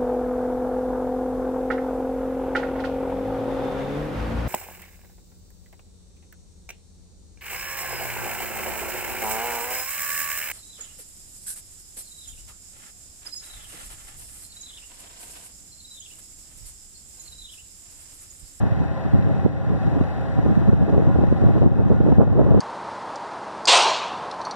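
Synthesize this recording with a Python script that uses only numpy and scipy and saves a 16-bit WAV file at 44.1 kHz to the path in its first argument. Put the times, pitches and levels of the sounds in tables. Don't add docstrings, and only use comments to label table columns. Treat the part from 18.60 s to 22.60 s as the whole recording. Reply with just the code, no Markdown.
import sys
import numpy as np
from scipy import signal
from scipy.fft import rfft, irfft, next_fast_len
from scipy.io import wavfile
from scipy.ndimage import uniform_filter1d, minimum_filter1d, map_coordinates

SR = 44100
rng = np.random.default_rng(int(sys.argv[2]) if len(sys.argv) > 2 else 0)


def master_out(mix):
    frames = np.transpose(np.atleast_2d(mix))
    ceiling = np.clip(frames, -1, 1)
    pcm = np.round(ceiling * 32767).astype(np.int16)
    wavfile.write(sys.argv[1], SR, pcm)


N = 176400

CYCLE_HZ, CYLINDERS = 5.82, 11
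RUMBLE_TRIM_DB, GUST_SAMPLES = -1, 16384

# time in seconds, gain in dB.
ENGINE_GAIN_DB = [(0, -0.5), (.85, -1.5), (.89, -5.5), (1.02, -4), (1.24, -0.5), (2.08, -1), (2.15, -3.5),
                  (2.3, -2), (3.02, -1.4), (3.08, -6.5), (3.35, -3.5), (3.55, -3), (3.68, -7), (3.85, -4),
                  (4, -3.5)]
# frequency in Hz, relative density in dB.
CLATTER_SPECTRUM_DB = [(30, -27), (60, 1), (130, -3), (300, -7.5), (450, -6.5), (680, -5), (900, -8),
                       (1150, -12), (1500, -13), (1850, -9), (2200, -20), (2700, -24.5), (3300, -30),
                       (4300, -30.5), (5000, -35), (6500, -42.5), (8000, -42.5), (11000, -49), (15000, -51)]
# centre in Hz, width in Hz, lift in dB.
PANEL_MODES = [(553, 45, 6.5), (660, 38, 5.5), (784, 62, 9.5), (1040, 93, 1.5), (1419, 120, 4),
               (1640, 50, -1), (2580, 260, 6), (3730, 390, 3.5), (6000, 64, 11)]
# frequency in Hz, level in dB before the engine gain.
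SHAFT_TONES = [(69.8, -40), (139.6, -46), (297, -50), (523, -49.5), (546, -46), (759, -48.5), (778, -51),
               (803, -51), (832, -54), (872, -55), (974, -54), (1028, -53), (1126, -56.5), (1428, -56),
               (1636, -61), (1670, -62), (1766, -63), (1984, -70), (2556, -72.5), (3284, -78)]
# frequency in Hz, gain in dB.
DIRECT_SIDE_DB = [(100, 3), (1100, 3), (1800, -9), (4300, 2.5), (12000, -1.5)]
SCATTER_SIDE_DB = [(100, -4.5), (500, -9), (1100, -10.5), (2000, -1), (3300, -19.5), (6000, -4),
                   (14000, -11)]
NULL_FILL_DB = [(2200, -12.5), (4400, -34.5), (6600, -31), (12000, -16.5)]
# frequency in Hz, left over right in dB.
LEAN_LEFT_DB = [(300, 12), (1000, 1), (2000, 4), (4000, 0.5), (8000, 2), (12000, 2.5)]
# centre in seconds, half length in seconds, rumble in dB before trim,
# flutter in dB, eddy pitch in Hz.
GUST_EVENTS = [ (0.033, .016, -15.5, -29, 170), (.07, 0.0056, -14.5, -29, 149),
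               (.123, 0.0041, -12.5, -30, 150), (.218, 0.011, -16.5, -27.5, 210),
               (.463, 0.0094, -17, -26, 250), (.551, 0.013, -8.5, -23.5, 229),
               (0.595, 0.007, -10.5, -29, 280), (0.662, .018, -15, -30, 220),
               (0.704, 0.019, -24, -26.5, 200), (0.855, 0.0057, -13, -16, 230),
               (1.118, .022, -24.5, -28, 380), (1.278, 0.013, -16, -27.5, 210),
               (1.35, 0.024, -16.5, -25, 288), (1.373, 0.0057, -24, -20, 298),
               (1.412, 0.0056, -12, -16.5, 290), (1.793, 0.0051, -9.5, -25, 180),
               (1.865, 0.0078, -18.5, -19.5, 300), (1.905, 0.018, -12.5, -20, 262),
               (1.975, 0.0053, -6.5, -26, 200), (2.018, 0.0099, -17, -26.5, 325),
               (2.088, 0.009, -7.5, -20.5, 220), (2.135, .008, -10.5, -32, 200),
               (2.221, 0.014, -11.5, -22, 198), (2.295, 0.013, -27, -19.5, 426),
               (2.338, 0.014, -13.5, -20.5, 330), (2.386, 0.021, -14.5, -19, 432),
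               (2.422, 0.0031, -13, -25, 224), (2.484, 0.015, -12.5, -20, 260),
               (2.558, 0.007, -13, -17.5, 466), (2.592, 0.0083, -15.5, -21, 280),
               (2.617, 0.0072, -12, -17.5, 180), (2.638, 0.0048, -9, -19, 560),
               (2.727, 0.0072, -10, -25.5, 200), (2.838, 0.023, -11.5, -22.5, 340),
               (2.866, 0.0063, -9, -21, 230), (2.901, 0.0084, -11, -21.5, 334),
               (2.968, 0.013, -12.5, -19, 408), (3.028, .013, -8.5, -18.5, 500),
               (3.065, 0.0081, -8.5, -16, 272), (3.202, 0.0083, -13, -21, 536),
               (3.268, 0.0067, -12, -27, 280), (3.304, 0.0033, -10, -19, 620),
               (3.321, 0.012, -11.5, -18, 350), (3.346, .005, -9, -36, 150),
               (3.408, 0.0037, -8, -24.5, 250), (3.47, 0.025, -12.5, -19, 450),
               (3.504, 0.0046, -25, -20, 200), (3.525, 0.0063, -7.5, -14, 283),
               (3.589, 0.0059, 0, -10.5, 252), (3.604, 0.009, -19, -16.5, 653),
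               (3.621, .009, -10.5, -16.5, 495), (3.775, 0.017, -22, -22.5, 357),
               (3.805, 0.016, -14, -16.5, 520), (3.869, 0.013, -19.5, -21, 623),
               (3.912, 0.01, -13.5, -20.5, 380), (3.947, 0.0053, -12, -20, 704),
               (3.98, 0.01, -7.5, -21.5, 430)]
# centre in seconds, peak in dB, width in seconds, port (0 left, 1 right).
THUMP_EVENTS = [ (.5935, -12, .0013, 0), (.8505, -9, .002, 1), (.863, 1, .0009, 1), (1.4127, -7, .0014, 0),
                (1.8638, -11, .0012, 1), (2.0884, -6, .0013, 1), (2.1317, -3, .0011, 0),
                (2.379, -6, .0008, 1), (2.588, -6, .001, 0), (2.6386, -6, .0006, 0), (2.7262, -1, .001, 1),
                (2.839, -7, .0008, 0), (3.021, -7, .0006, 0), (3.063, -6, .001, 0), (3.3154, -5, .0009, 1),
                (3.4055, -3, .0012, 1), (3.4797, -6, .001, 1), (3.5853, -3, .0007, 1),
                (3.6171, -4, .0006, 1), (3.7979, -5, .0009, 1), (3.9474, -6, .0007, 1)]
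# time in seconds, level in dB before trim.
BREEZE_DB = [(0, -22), (.22, -21), (.35, -25.5), (.5, -27.5), (.62, -22.5), (.8, -19.5), (.92, -22.5),
             (1.02, -23.5), (1.1, -18), (1.35, -23), (1.48, -23.5), (1.66, -24), (1.8, -19), (2.4, -19),
             (3.0, -18), (3.22, -18), (3.55, -17), (4.0, -14.5)]
# frequency in Hz, relative density in dB.
RUMBLE_SPECTRUM_DB = [(20, -58), (32, -34), (40, -19.5), (50, -3.5), (66, -1.5), (120, 0), (200, -6),
                      (300, -15), (500, -33.5), (750, -48.5), (1200, -62.5), (3000, -96)]
FLUTTER_SPECTRUM_DB = [(60, -33.5), (150, 0.5), (260, 3), (500, -6), (750, -12), (1100, -20.5), (1500, -29),
                       (2200, -44.5), (4000, -71), (8000, -80.5), (15000, -100)]
# frequency in Hz, side over mid in dB.
RUMBLE_SIDE_DB = [(50, 23), (110, 15.5), (200, 10.5), (400, 12.5)]
FLUTTER_SIDE_DB = [(150, 12.5), (350, 3), (600, -3), (1100, -18), (1800, 7)]


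def engine(drift=0.002024):
    shaft_s = np.cumsum(1 + drift * wobble(3)) / SR
    return amp(curve(ENGINE_GAIN_DB)) * (amp(-32.5) * clatter(shaft_s) + hum_and_whine(shaft_s))


def knocks(cycles, decay_s=.005, depth=.19, spread_db=7, repeat_share=0.27):
    firing = cycles * CYLINDERS
    strength = amp(spread_db * rng.standard_normal(64))[firing.astype(int) % CYLINDERS]
    age_s = firing % 1 / (CYCLE_HZ * CYLINDERS)
    signature = map_coordinates(rng.standard_normal(SR), [cycles % 1 * SR / CYCLE_HZ])
    whirr = np.sqrt(repeat_share) * signature + np.sqrt(1 - repeat_share) * rng.standard_normal(N)
    return whirr * (1 + depth * strength * np.exp(-age_s / decay_s))


def panels(hz):
    lift_db = sum(db / (1 + (2 * (hz - mode_hz) / width_hz) ** 2) for mode_hz, width_hz, db in PANEL_MODES)
    return amp(along(CLATTER_SPECTRUM_DB, hz) + lift_db)


def clatter(shaft_s, null_hz=2205):
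    direct, fill, scatter = (knocks(shaft_s * CYCLE_HZ) for _ in range(3))
    comb_rad = lambda hz: np.pi * np.maximum(hz / null_hz, .5)
    path = lambda table, hz: panels(hz) * amp(along(table, hz))
    mid = filtered(direct, lambda hz: 1j * np.sin(comb_rad(hz)) * panels(hz))
    mid += filtered(fill, lambda hz: path(NULL_FILL_DB, hz))
    side = filtered(direct, lambda hz: -np.cos(comb_rad(hz)) * path(DIRECT_SIDE_DB, hz))
    side += filtered(scatter, lambda hz: path(SCATTER_SIDE_DB, hz))
    lean = lambda hz: amp(np.outer([.5, -.5], along(LEAN_LEFT_DB, hz)))
    return unit(filtered(left_right(mid, side), lean))


def hum_and_whine(shaft_s, waver_db=6, smear_rad=0.96):
    out = np.zeros(N)
    for hz, db in SHAFT_TONES:
        waver = amp(waver_db * wobble(14))
        phase_rad = 2 * np.pi * hz * shaft_s + smear_rad * wobble(20)
        out += amp(db) * unit(waver * np.sin(phase_rad))
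    return out


def gusts(hump_lift_db=6, hump_octaves=0.6):
    out = np.zeros((2, N + 2 * GUST_SAMPLES))
    hz = np.fft.rfftfreq(GUST_SAMPLES, 1 / SR)
    for centre_s, half_s, rumble_db, flutter_db, eddy_hz in GUST_EVENTS:
        hump_db = hump_lift_db * np.exp(-(np.log2((hz + 1) / eddy_hz) / hump_octaves) ** 2)
        shove = swirl(half_s, hz, along(RUMBLE_SPECTRUM_DB, hz), RUMBLE_SIDE_DB, lump_db=-1.0)
        flutter = swirl(half_s, hz, along(FLUTTER_SPECTRUM_DB, hz) + hump_db, FLUTTER_SIDE_DB, lump_db=3.5)
        gust = amp(RUMBLE_TRIM_DB + rumble_db) * shove + amp(flutter_db) * flutter
        start = round(centre_s * SR)
        out[:, start:start + GUST_SAMPLES] += gust
    return out[:, GUST_SAMPLES // 2:][:, :N]


def swirl(half_s, hz, spectrum_db, side_table, lump_db):
    t = (np.arange(GUST_SAMPLES) - GUST_SAMPLES / 2) / SR
    swell = np.exp(-(t / half_s) ** 2 / 2)
    eddies = rng.standard_normal((2, GUST_SAMPLES)) * swell * amp(lump_db * wobble(299.3, GUST_SAMPLES))
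    colour = amp(spectrum_db) * mid_side_gains(side_table, hz)
    mid_side = irfft(rfft(eddies) * colour)
    target_norm = np.linalg.norm(swell) * np.linalg.norm(colour, axis=1) / np.linalg.norm(colour)
    mid_side *= (target_norm / np.linalg.norm(mid_side, axis=1))[:, None]
    return left_right(*mid_side)


def thumps(bleed=.2, tick_db=-53, tick_slope=3, tick_decay_s=.0004):
    out = np.zeros((2, N))
    for centre_s, db, width_s, port in THUMP_EVENTS:
        t = np.arange(N) / SR - centre_s
        widths = t / width_s
        push = amp(db) * (1 - 2 * widths ** 2) * np.exp(-widths ** 2)
        tick = amp(tick_db + tick_slope * db) * np.exp(-np.abs(t) / tick_decay_s) * rng.standard_normal(N)
        out += np.outer([-bleed, 1] if port else [1, -bleed], push + tick)
    return out


def breeze(knee_db=-19.5, flutter_offset_db=-13, flutter_slope=1.9):
    flow_db = curve(BREEZE_DB) + 0.74 * wobble(35)
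    flutter_db = knee_db + flutter_offset_db + flutter_slope * (flow_db - knee_db)
    rumble = turbulence(RUMBLE_SPECTRUM_DB, RUMBLE_SIDE_DB, lump_db=1.5, lump_hz=77)
    flutter = turbulence(FLUTTER_SPECTRUM_DB, FLUTTER_SIDE_DB, lump_db=4.0, lump_hz=300)
    return amp(RUMBLE_TRIM_DB + flow_db) * rumble + amp(flutter_db) * flutter


def turbulence(spectrum_table, side_table, lump_db, lump_hz):
    eddies = rng.standard_normal((2, N)) * amp(lump_db * wobble(lump_hz))
    colour = lambda hz: amp(along(spectrum_table, hz)) * mid_side_gains(side_table, hz)
    return unit(left_right(*filtered(eddies, colour)))


def mid_side_gains(side_table, hz):
    angle_rad = np.arctan(amp(along(side_table, hz)))
    return np.array([np.cos(angle_rad), np.sin(angle_rad)])


def left_right(mid, side):
    return np.array([mid + side, mid - side])


def amp(db):
    return 10 ** (np.asarray(db) / 20)


def unit(x):
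    return x / np.sqrt(np.mean(x ** 2) + 1e-20)


def along(table, hz):
    knots_hz, values = np.transpose(table)
    return np.interp(np.log(hz + 1), np.log(knots_hz + 1), values)


def curve(table):
    return np.interp(np.arange(N) / SR, *np.transpose(table))


def wobble(knot_hz, size=N):
    return map_coordinates(rng.standard_normal(4096), [np.arange(size) * knot_hz / SR], mode="wrap")


def filtered(x, response):
    size = next_fast_len(N + SR // 2)
    return irfft(rfft(x, size) * response(np.fft.rfftfreq(size, 1 / SR)), size)[..., :N]


def scene():
    return engine() + breeze() + gusts() + thumps()


def record(dry, ceiling=1.0, react_s=.0025, fade_s=.004, top_hz=15500):
    size = round(react_s * SR)
    gain = minimum_filter1d(ceiling / np.maximum(np.abs(dry).max(0), ceiling), 2 * size)
    gain = uniform_filter1d(uniform_filter1d(gain, size), size)
    fades = signal.windows.tukey(N, 2 * fade_s * SR / N)
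    lowpass = signal.ellip(10, .1, 80, top_hz, fs=SR, output="sos")
    return signal.sosfilt(lowpass, dry * gain * fades)


dry = scene()
out = record(dry)
master_out(out)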